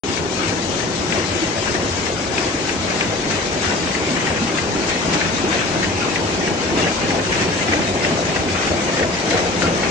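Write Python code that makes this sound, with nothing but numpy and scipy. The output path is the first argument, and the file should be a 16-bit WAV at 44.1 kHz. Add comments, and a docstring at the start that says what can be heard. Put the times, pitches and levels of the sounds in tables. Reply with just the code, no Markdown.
"""A power loom at about 190 picks a minute in a factory hall, stereo microphone just above the cloth.
From the start the drive roars and thumps and yarn hisses. At every pick the shed closes with a rattle of
healds, the reed clacks against the cloth and the next shed opens; the weave decides how many frames move.
A slightly slower loom next to it drifts in and out of step. Soon low knocks boom, a cover bangs and heald
frames slap; later, as the microphone closes in on the reed, warp threads scrape and steel strips ping."""
import sys
import numpy as np
from scipy import signal
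from scipy.fft import rfft, irfft, next_fast_len
from scipy.io import wavfile
from scipy.ndimage import uniform_filter1d, map_coordinates

SR = 44100
rng = np.random.default_rng(int(sys.argv[2]) if len(sys.argv) > 2 else 0)


def wav_record(signal):
    """Record a signal, one row per channel, as 16-bit PCM in the file named by sys.argv[1]."""
    frames = np.transpose(np.atleast_2d(signal))
    bounded = np.clip(frames, -1, 1)
    # unit amplitude maps onto the largest positive 16-bit level
    quanta = np.round(bounded * 32767).astype(np.int16)
    wavfile.write(sys.argv[1], SR, quanta)


N = 436590
T = np.arange(N) / SR

# picks of the loom under the microphone: (beat-up [s], clack [dB], ring centre [Hz],
# rattle of the closing shed [dB], rattle of the opening shed [dB], sley thump [dB])
PICKS = [(.176,-21.5,2250,3,-3,-32), (.496,-22.5,2300,6,0.5,-28), (0.804,-28,2030,3,0,-30),
         (1.126,-15.5,2340,2.5,4,-32), (1.434,-23,2230,4.5,1,-23), (1.754,-21,1830,5.5,1.5,-23),
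         (2.069,-20.5,2060,3,-1,-22), (2.383,-15.5,2530,-0.5,4,-33), (2.695,-18.5,2400,0.5,0.5,-19),
         (3.012,-12.5,2420,3.5,-.5,-30), (3.325,-24.5,2020,0,3.5,-22), (3.643,-24,1950,1,5.5,-16),
         (3.953,-19.5,2040,1.5,1.5,-28), (4.273,-17,1900,2.5,1,-14), (4.586,-19.5,1840,1.5,-.5,-23),
         (4.901,-18.5,1800,1.5,1.5,-28), (5.216,-13.5,1730,6,2.5,-24), (5.531,-19,1780,1,5,-22),
         (5.846,-19,2170,2,-0.5,-20), (6.161,-15.5,1970,1.5,-0.5,-33), (6.478,-17,1910,-.5,-2,-24),
         (6.794,-22.5,2280,-.5,3,-19), (7.108,-18,2060,0.8,-1,-17), (7.424,-17,1800,4.5,1,-16),
         (7.737,-14.5,1950,2,1,-33), (8.051,-13.5,2240,-1.5,1,-30), (8.365,-15.5,1950,0.5,-2,-15),
         (8.682,-22,2060,4.5,-.5,-12), (8.997,-18,1960,3.5,-3,-15), (9.312,-15.5,2180,1.5,3.5,-22.5),
         (9.623,-14.5,1460,1,1,-11), (9.94,-20,2000,4.5,6,-20)]
# turns of the next loom, heavier or lighter with its weave: (swell of the roar [dB])
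NEXT_SWELLS = [0.78, 0.65, 0.64, 0.77, 1, 1.8, 0.63, 1, .3, 0.59, 0.85, 1.6, 2.8, 0.94, 2.7, 3.7, 3.2, 2.9,
               1.6, 0.86, 2.3, 1.9, 1.3, 1.6, 1.7, 1.5, 1.3, 0.25, 1.3, 0.79]
NEXT_TURNS_S = .155 + .3306 * np.arange(len(NEXT_SWELLS))
# phases of a pick: (time after the beat-up [s], half length [s])
CLOSING, OPENING = (-.077, .059), (.06, .063)
BEAT_UP, SWISH, HANDOVER = (-.002, .024), (-.0032, .045), (.15, .031)
LEFT_LAG_S = .00011  # a clack's ring reaches the left capsule this much later


def amp(db):
    """Decibels to gain."""
    return 10 ** (np.asarray(db) / 20)


def unit(x):
    """Scale to rms 1."""
    return x / np.sqrt(np.mean(x ** 2) + 1e-20)


def along(points, hz):
    """(Hz, value) points read on a log axis."""
    f, v = np.transpose(points)
    return np.interp(np.log(hz + 1), np.log(f + 1), v)


def curves(rows):
    """One value per sample for each column after the time."""
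    s, *columns = np.transpose(rows)
    return [np.interp(T, s, column) for column in columns]


def wobble(rate):
    """A smooth random curve, rate knots a second."""
    return map_coordinates(rng.standard_normal(int(N * rate / SR) + 4), [T * rate])


def filtered(x, response):
    """x through a complex frequency response."""
    n = x.shape[-1]
    m = next_fast_len(n + 8192)
    return irfft(rfft(x, m) * response(np.fft.rfftfreq(m, 1 / SR)), m)[..., :n]


def coloured(x, spectrum):
    """x shaped by (Hz, dB) points."""
    return filtered(x, lambda hz: amp(along(spectrum, hz)))


def resonate(x, modes):
    """x through a bank of (Hz, width in Hz, dB) resonances."""
    return filtered(x, lambda f: sum(amp(db) * 1j * f * width / (hz * hz - f * f + 1j * f * width)
                                     for hz, width, db in modes))


def add(track, s, sound):
    """Mix a sound into a track at time s."""
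    part = track[..., max(round(s * SR), 0):][..., :sound.shape[-1]]
    part += sound[..., :part.shape[-1]]


def surge(starts, phase, height):
    """A curve that swells by height (one value, or one per start) at the same phase after every start."""
    late_s, half_s = phase
    t = T[::64]
    bells = np.exp(-((t[:, None] - starts - late_s) / half_s) ** 2)
    return np.interp(T, t, (bells * height).sum(axis=1))


def every_pick(phase, db):
    """A swell in dB at one phase of every pick."""
    return surge(np.transpose(PICKS)[0], phase, db)


def shedding():
    """Rise in dB as the heald frames move: once before each beat-up and once after it."""
    _, _, _, closing_db, opening_db, _ = np.transpose(PICKS)
    return every_pick(CLOSING, closing_db) + every_pick(OPENING, opening_db)


def placed(pair):
    """Two unrelated signals become left and right: alike in the bass, leaning left in the treble."""
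    # likeness of the two capsules: (frequency [Hz], correlation [0..1])
    likeness = [(60, .998), (110, 1), (170, 0.68), (330, 0.88), (550, 0.99), (1100, 0), (5000, 0)]
    # balance at the microphone: (frequency [Hz], left minus right [dB])
    balance = [(190, 0), (330, -1.1), (580, 4), (1050, 4), (1750, 3.5), (2500, -1.5), (3300, 2),
               (5700, 9.5), (9500, 5.5)]
    width = lambda hz: np.arccos(np.clip(along(likeness, hz), -1, 1)) / 2
    pan = lambda hz: np.arctan(amp(along(balance, hz)))
    mid, side = filtered(pair, lambda hz: np.array([np.cos(width(hz)), np.sin(width(hz))]))
    stereo = np.array([mid + side, mid - side])
    return unit(filtered(stereo, lambda hz: np.array([np.sin(pan(hz)), np.cos(pan(hz))])))


def clatter(rate, life_s, spread_db, wash_db):
    """Many small contacts, each a short burst, over the wash that the hall makes of them."""
    hits = (rng.random(N) < rate / SR) * amp(spread_db * np.clip(rng.standard_normal(N), -2, 2)) ** 2
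    power = signal.lfilter([1], [1, -np.exp(-2 / (life_s * SR))], hits)
    return unit(rng.standard_normal((2, N)) * np.sqrt(power / power.mean() + amp(wash_db) ** 2))


def mottled(pair, depth_db):
    """A random mottle in pitch and time gives a noise a coarser grain."""
    spectra = signal.stft(pair, nperseg=1024)[2]
    mottle = uniform_filter1d(uniform_filter1d(rng.standard_normal(spectra.shape[1:]), 3, 0), 4, 1)
    return unit(signal.istft(spectra * amp(depth_db * unit(mottle)), nperseg=1024)[1][:, :N])


def drive_roar(level_db, frame_db, closing_db, opening_db, waver_db):
    """Gears and cams knock densely on the frame, which booms; the next loom adds its own beat."""
    # roar of the gears: (frequency [Hz], level [dB])
    spectrum = [(14, -48), (25, -26.5), (42, -18), (65, -10), (90, -6), (128, -5), (170, -2), (260, -1.5),
                (360, 0), (430, -2), (650, -5), (1000, -10), (1500, -21), (2500, -65)]
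    # resonances of the frame and its covers: (frequency [Hz], width [Hz], level [dB])
    frame_modes = [(93, 33, 0.5), (170, 10.5, 3.5), (203.4, 5.9, -5.5), (320, 35, -0.5), (363, 16, .5),
                   (480, 27, -7.5), (639, 22, -5.5), (783.5, 28, -2)]
    # the microphone moves over the cloth: (time [s], level [dB], boom [dB], bark [dB])
    mic_path = [(0, -23, 0.5, -2.5), (1.3, -24, 1, -1), (2.2, -23.5, -1, -1), (3.4, -25, 4, 2),
                (4.4, -25, 4, 0.5), (5.3, -24.5, 3.5, 0.5), (6.5, -24, 3.5, 2.5), (8, -24, 4, 2.5),
                (9, -24.5, 3.5, 4), (9.9, -23, 4, 4)]
    near_db, boom_db, bark_db = curves(mic_path)
    knocks = unit(coloured(clatter(rate=120, life_s=.0092, spread_db=2.5, wash_db=7), spectrum))
    frame = unit(resonate(clatter(rate=70, life_s=.012, spread_db=3.5, wash_db=-1), frame_modes))
    roar = placed(knocks + amp(frame_db) * frame)
    boom = (amp(boom_db) - 1) * resonate(roar, [(190, 100, 0)])
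    bark = (amp(bark_db) - 1) * resonate(roar, [(650, 400, 0)])
    next_loom_db = surge(NEXT_TURNS_S, (0, .098), np.array(NEXT_SWELLS))
    effort_db = every_pick(CLOSING, closing_db) + every_pick(OPENING, opening_db) + next_loom_db
    return amp(level_db + near_db + effort_db + waver_db * wobble(9)) * (roar + boom + bark)


def heald_rattle(level_db, follow, beat_db):
    """Steel healds rattle in their frames as the shed closes and opens, and shake at the beat-up."""
    # dry steel rattle: (frequency [Hz], level [dB])
    spectrum = [(600, -13), (1000, -3), (1250, -2.5), (1700, -1), (2500, -1), (3100, -7.5), (4000, -26.5),
                (7000, -74.5)]
    rattle = mottled(clatter(rate=340, life_s=.0087, spread_db=3, wash_db=2.5), depth_db=2.5)
    effort_db = follow * shedding() + every_pick(BEAT_UP, beat_db)
    return amp(level_db + effort_db + .72 * wobble(30)) * placed(coloured(rattle, spectrum))


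def yarn_hiss(level_db, follow, swish_db, handover_db):
    """Yarn slides through steel guides with the shed and the reed; the weft is handed on with ticks."""
    # sliding yarn: (frequency [Hz], level [dB])
    spectrum = [(1800, -18.5), (3000, -1), (3900, 0), (4800, -1), (6300, -0.5), (7500, -5.5), (8500, -13),
                (9200, -19.5), (9800, -89)]
    # light contacts of the weft mechanism: (time after the beat-up [s], level [dB], length [s])
    weft_ticks = [(-.01, -30.5, 0.0063), (0.157, -33.5, .005), (0.206, -33.5, 0.0067)]
    effort_db = follow * shedding() + every_pick(SWISH, swish_db) + every_pick(HANDOVER, handover_db)
    rub_gain = amp(level_db + effort_db + .47 * wobble(30))
    rub = rub_gain * clatter(rate=810, life_s=.0029, spread_db=10, wash_db=13.5)
    ticks, t = np.zeros(N), np.arange(SR // 10) / SR
    for beat_s, *_ in PICKS:
        for s, db, length in weft_ticks:
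            size, late = rng.standard_normal(2)
            pulse = t / length * np.exp(1 - t / length)
            add(ticks, beat_s + s - length + .001 * late, amp(db + 1.8 * size) * pulse)
    yarn = rub + ticks * rng.standard_normal((2, N))
    return np.std(yarn) * placed(coloured(mottled(yarn, depth_db=2.5), spectrum))


def steel_hits(hits, spectrum, ring_db, rise_s, spray_db, spray_s, hall_db, hall_t60):
    """Steel lands on steel at each (s, dB, Hz): a ring, reflections off the covers, then the hall."""
    # modes of the steel: (ratio to the ring centre, level [dB], t60 [s])
    modes = [(.38, -12, .04), (.85, -6, .026), (1, 0, .036), (1.2, -5, .026), (1.45, -7.5, .02)]
    track, t = np.zeros((2, N)), np.arange(-SR // 50, SR // 6) / SR
    landing, after = np.exp(-(np.minimum(t, 0) / rise_s) ** 2), np.maximum(t, 0)
    tail = amp(spray_db) * np.exp(-after / spray_s) + amp(hall_db - 60 * after / hall_t60)
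    arrival = t - np.array([[LEFT_LAG_S], [0]])
    for s, db, hz in hits:
        ring = 0
        for ratio, mode_db, t60 in modes:
            phase = rng.random() + rng.normal(0, .08, (2, 1))
            decay = amp(mode_db + rng.normal(0, 1, (2, 1)) - 60 * after / t60)
            ring = ring + decay * np.sin(2 * np.pi * (ratio * hz * arrival + phase))
        spray = unit(coloured(rng.standard_normal((2, len(t))), spectrum))
        add(track, s + t[0], amp(db) * landing * (amp(ring_db) * ring + tail * spray))
    return track


def reed_clacks(lead_s, rebound_s, rebound_db):
    """The reed meets the cloth just before the end of its stroke, then bounces once."""
    # scattered clack: (frequency [Hz], level [dB])
    spectrum = [(700, -36), (1250, -17), (1600, 7.5), (2300, -5), (2700, 5), (3300, -10), (6000, -29.5)]
    contacts = [(s - lead_s, db, hz) for s, db, hz, *_ in PICKS]
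    rebounds = [(s + rebound_s, db + rebound_db, hz) for s, db, hz, *_ in PICKS]
    return steel_hits(contacts + rebounds, spectrum, ring_db=.5, rise_s=.0012,
                      spray_db=-7, spray_s=.007, hall_db=-21, hall_t60=.3)


def drive_thumps(cam_db, return_db, floor_db, scatter_db, rise_s):
    """The sley and the shedding cams reverse and shake the frame, and the floor answers."""
    # knocks of sley, cam, sley's return and floor: (time after the beat-up [s], pitch [Hz], t60 [s])
    knocks = [(0.0235, 90.3, 0.13), (0.17, 93, 0.17), (.092, 101.2, 0.23), (.184, 62, .13)]
    track, t = np.zeros(N), np.arange(SR // 4) / SR
    for beat_s, *_, sley_db in PICKS:
        for (s, hz, t60), db in zip(knocks, (sley_db, cam_db, return_db, floor_db)):
            softer, detune, late = rng.standard_normal(3)
            envelope = amp(db - scatter_db * softer - 60 * t / t60) * (1 - np.exp(-t / rise_s))
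            ring = np.sin(2 * np.pi * hz * (1 + .039 * detune) * t)
            add(track, beat_s + s + .0016 * late, envelope * ring)
    return track


def low_knocks(level_db, cycles, bass_db, bass_hz):
    """Booming low knocks, many of them from the next loom beating up, each over a faint bass pulse."""
    # booming knocks: (time [s], level [dB], pitch [Hz])
    knocks = [(0.408,-20,310), (.443,-21,326), (.497,-23,100), (.853,-24,315), (1.187,-19,380),
              (1.215,-21,470), (1.367,-19.5,346), (1.432,-18,326), (1.595,-27,93), (1.92,-27,93),
              (2.406,-24,320), (2.462,-18,340), (2.55,-21.5,280), (2.795,-28,92), (3.097,-28,100),
              (3.143,-25,288), (3.175,-26,330), (3.276,-21,313), (4.077,-29,100), (4.116,-20,243),
              (4.15,-23,265), (4.431,-16,230), (4.543,-18.5,320), (4.759,-21,290), (4.797,-19,337),
              (4.889,-20,330), (5.083,-19,272), (5.172,-20,305), (5.41,-19,286), (5.446,-15.5,367),
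              (5.465,-23,446), (5.491,-18.5,318), (5.769,-23,334), (5.968,-26,92), (6.11,-26,300),
              (6.517,-20,330), (6.727,-17,344), (6.779,-22,268), (6.828,-25,295), (7.09,-22,300),
              (7.698,-17,330), (7.706,-25.5,89.5), (7.736,-25,292), (7.773,-21,314), (7.96,-33,96),
              (8.122,-20.5,243), (8.465,-23,250), (8.529,-26,92), (8.704,-22,344), (9.307,-20.5,320),
              (9.35,-18,450), (9.471,-19,486), (9.672,-22,260)]
    track, t = np.zeros(N), np.arange(-SR // 20, SR // 6) / SR
    bass = amp(bass_db) * np.exp(-(bass_hz * t) ** 2) * np.sin(2 * np.pi * bass_hz * t)
    for s, db, hz in knocks:
        age = hz * t / cycles
        envelope = np.exp(np.where(age < 0, -(2 * age) ** 2, -age))
        boom = envelope * np.sin(2 * np.pi * (hz * t + rng.random()))
        add(track, s + t[0] - .003, amp(level_db + db) * (boom + bass))
    return track


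def next_loom_thuds(level_db, hz, late_s, half_s):
    """Once a turn the next loom sends a deep thud through the floor."""
    track, t = np.zeros(N), np.arange(-SR // 10, SR // 10) / SR
    envelope = amp(level_db) * np.exp(-(t / half_s) ** 2)
    for s in NEXT_TURNS_S:
        add(track, s + late_s + t[0], envelope * np.sin(2 * np.pi * (hz * t + rng.random())))
    return track


def cover_bangs(level_db, rise_s, decay_s):
    """A loose sheet cover, a little to the left, chatters against the frame with a hollow bang."""
    # hollow colour of the cover: (frequency [Hz], level [dB])
    spectrum = [(250, -40), (470, 1.5), (620, 4), (760, -0.5), (1200, -41)]
    # bangs of the cover: (time [s], level [dB])
    bangs = [(.845,-27.5), (1.16,-23), (1.335,-27.5), (1.583,-25.5), (2.111,-27), (2.92,-28.5),
             (3.135,-23.5), (3.736,-24.5), (4.315,-24.5), (5.552,-23), (6.874,-25), (7.138,-23.5),
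             (7.744,-21), (8.068,-21.5), (8.2,-22), (8.729,-22.5), (9.018,-22.5), (9.35,-22.5),
             (9.387,-22.5), (9.466,-24), (9.664,-26)]
    track, t = np.zeros((2, N)), np.arange(-SR // 20, SR // 6) / SR
    envelope = np.exp(np.where(t < 0, -(t / rise_s) ** 2, -t / decay_s))
    envelope_rms = np.sqrt(np.mean(envelope ** 2))
    for s, db in bangs:
        chatter = coloured(rng.standard_normal(len(t)), spectrum)
        add(track, s + t[0] - .003, amp(level_db + db) * envelope_rms * unit(chatter * envelope))
    return track * amp([[1.7], [-1.7]])


def heald_slaps(ring_hz, spread_hz):
    """Heald frames slap against their guides, each time ringing at a slightly different pitch."""
    # slaps on the guides: (time [s], level [dB])
    slaps = [(1.202,-26), (1.68,-25.5), (2.907,-24.5), (3.312,-22), (3.725,-25.5), (4.17,-22), (5.14,-20.5),
             (5.545,-26.5), (5.832,-21.5), (6.873,-22.5), (7.329,-18.5), (7.686,-21), (7.725,-20),
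             (7.822,-24), (8.975,-20.5), (9.032,-17.5), (9.382,-21), (9.674,-22.5), (9.838,-18)]
    # scattered slap: (frequency [Hz], level [dB])
    spectrum = [(700, -12), (1300, 7), (1800, 10), (2600, -1), (3500, -3), (6300, -8), (9000, -30)]
    hits = [(s, db, rng.normal(ring_hz, spread_hz)) for s, db in slaps]
    return steel_hits(hits, spectrum, ring_db=-1, rise_s=.007,
                      spray_db=-6, spray_s=.015, hall_db=-15, hall_t60=.22)


def warp_scrapes(level_db, half_s):
    """Taut threads drag through the healds and the reed: a brief, grainy, metallic swish."""
    # drags of the warp: (time [s], level [dB])
    drags = [(2.464,-31.5), (3.648,-35), (3.72,-32), (4.9,-27), (5.14,-25), (5.54,-30.5), (5.838,-31),
             (6.35,-31), (6.82,-32), (6.96,-31.5), (9.312,-28), (9.38,-33.5), (9.625,-25.5)]
    # thread on steel: (frequency [Hz], level [dB])
    spectrum = [(1800, -26), (3400, 1.5), (6300, -4.5), (7800, -12.5), (9500, -28.5)]
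    grains = mottled(clatter(rate=600, life_s=.003, spread_db=6, wash_db=1), depth_db=1.5)
    times, db = np.transpose(drags)
    return surge(times, (0, half_s), amp(level_db + db)) * placed(coloured(grains, spectrum))


def strip_pings(rise_s):
    """Now and then one steel strip is left free to ring at a clear pitch."""
    # ringing strips: (time [s], level [dB], pitch [Hz], t60 [s])
    pings = [(4.587,-9.5,2040,.047), (6.778,-24,2800,0.13), (6.823,-20,2785,0.21), (8.934,-21,1800,.14),
             (8.98,-20.5,1840,0.13), (9.642,-14,1370,0.083)]
    track, t = np.zeros((2, N)), np.arange(SR // 4) / SR
    for s, db, hz, t60 in pings:
        ring = np.sin(2 * np.pi * hz * (t - np.array([[LEFT_LAG_S / 2], [0]])))
        add(track, s - rise_s, amp(db - 60 * t / t60) * (1 - np.exp(-t / rise_s)) * ring)
    return track


def scene():
    """Above the cloth: the lows reach the left capsule later, and the right hears less of the steel."""
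    # the microphone closes in on the reed and turns:
    # (time [s], heald rattle [dB], steel and yarn on the right [dB])
    approach = [(0, -29, -6), (3, -28, -2.5), (5.3, -26.5, -2), (7.5, -26.5, -0.5), (9.9, -27, -1)]
    rattle_db, right_db = curves(approach)
    low = low_knocks(level_db=2.6, cycles=3.3, bass_db=-29, bass_hz=46)
    low = low + cover_bangs(level_db=-.5, rise_s=.015, decay_s=.028)
    low += drive_roar(level_db=-1.8, frame_db=-6.5, closing_db=1.3, opening_db=2.1, waver_db=.3)
    low += drive_thumps(cam_db=-24.5, return_db=-27, floor_db=-26, scatter_db=.5, rise_s=.0071)
    low += next_loom_thuds(level_db=-41.5, hz=46, late_s=.315, half_s=.04)
    low[0] = filtered(low[0], lambda hz: np.exp(-2j * np.pi * hz * .00022))  # 0.22 ms later on the left
    bright = reed_clacks(lead_s=.0015, rebound_s=.032, rebound_db=-12)
    bright += heald_slaps(ring_hz=2014, spread_hz=150) + strip_pings(rise_s=.002)
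    bright *= amp([[.8], [-.8]])  # the struck steel sits slightly left
    bright += heald_rattle(rattle_db, follow=.82, beat_db=3)
    bright += yarn_hiss(level_db=-29.5, follow=.52, swish_db=2.5, handover_db=1.6)
    bright += warp_scrapes(level_db=1, half_s=.016)
    bright[1] *= amp(right_db)
    return low + bright


def record(dry):
    """The sound starts after 35 ms of silence and holds nothing above the band limit."""
    silence_s, top_hz = .035, 9750
    return filtered(dry * (T > silence_s), lambda hz: hz < top_hz)


dry = scene()
out = record(dry)
wav_record(out)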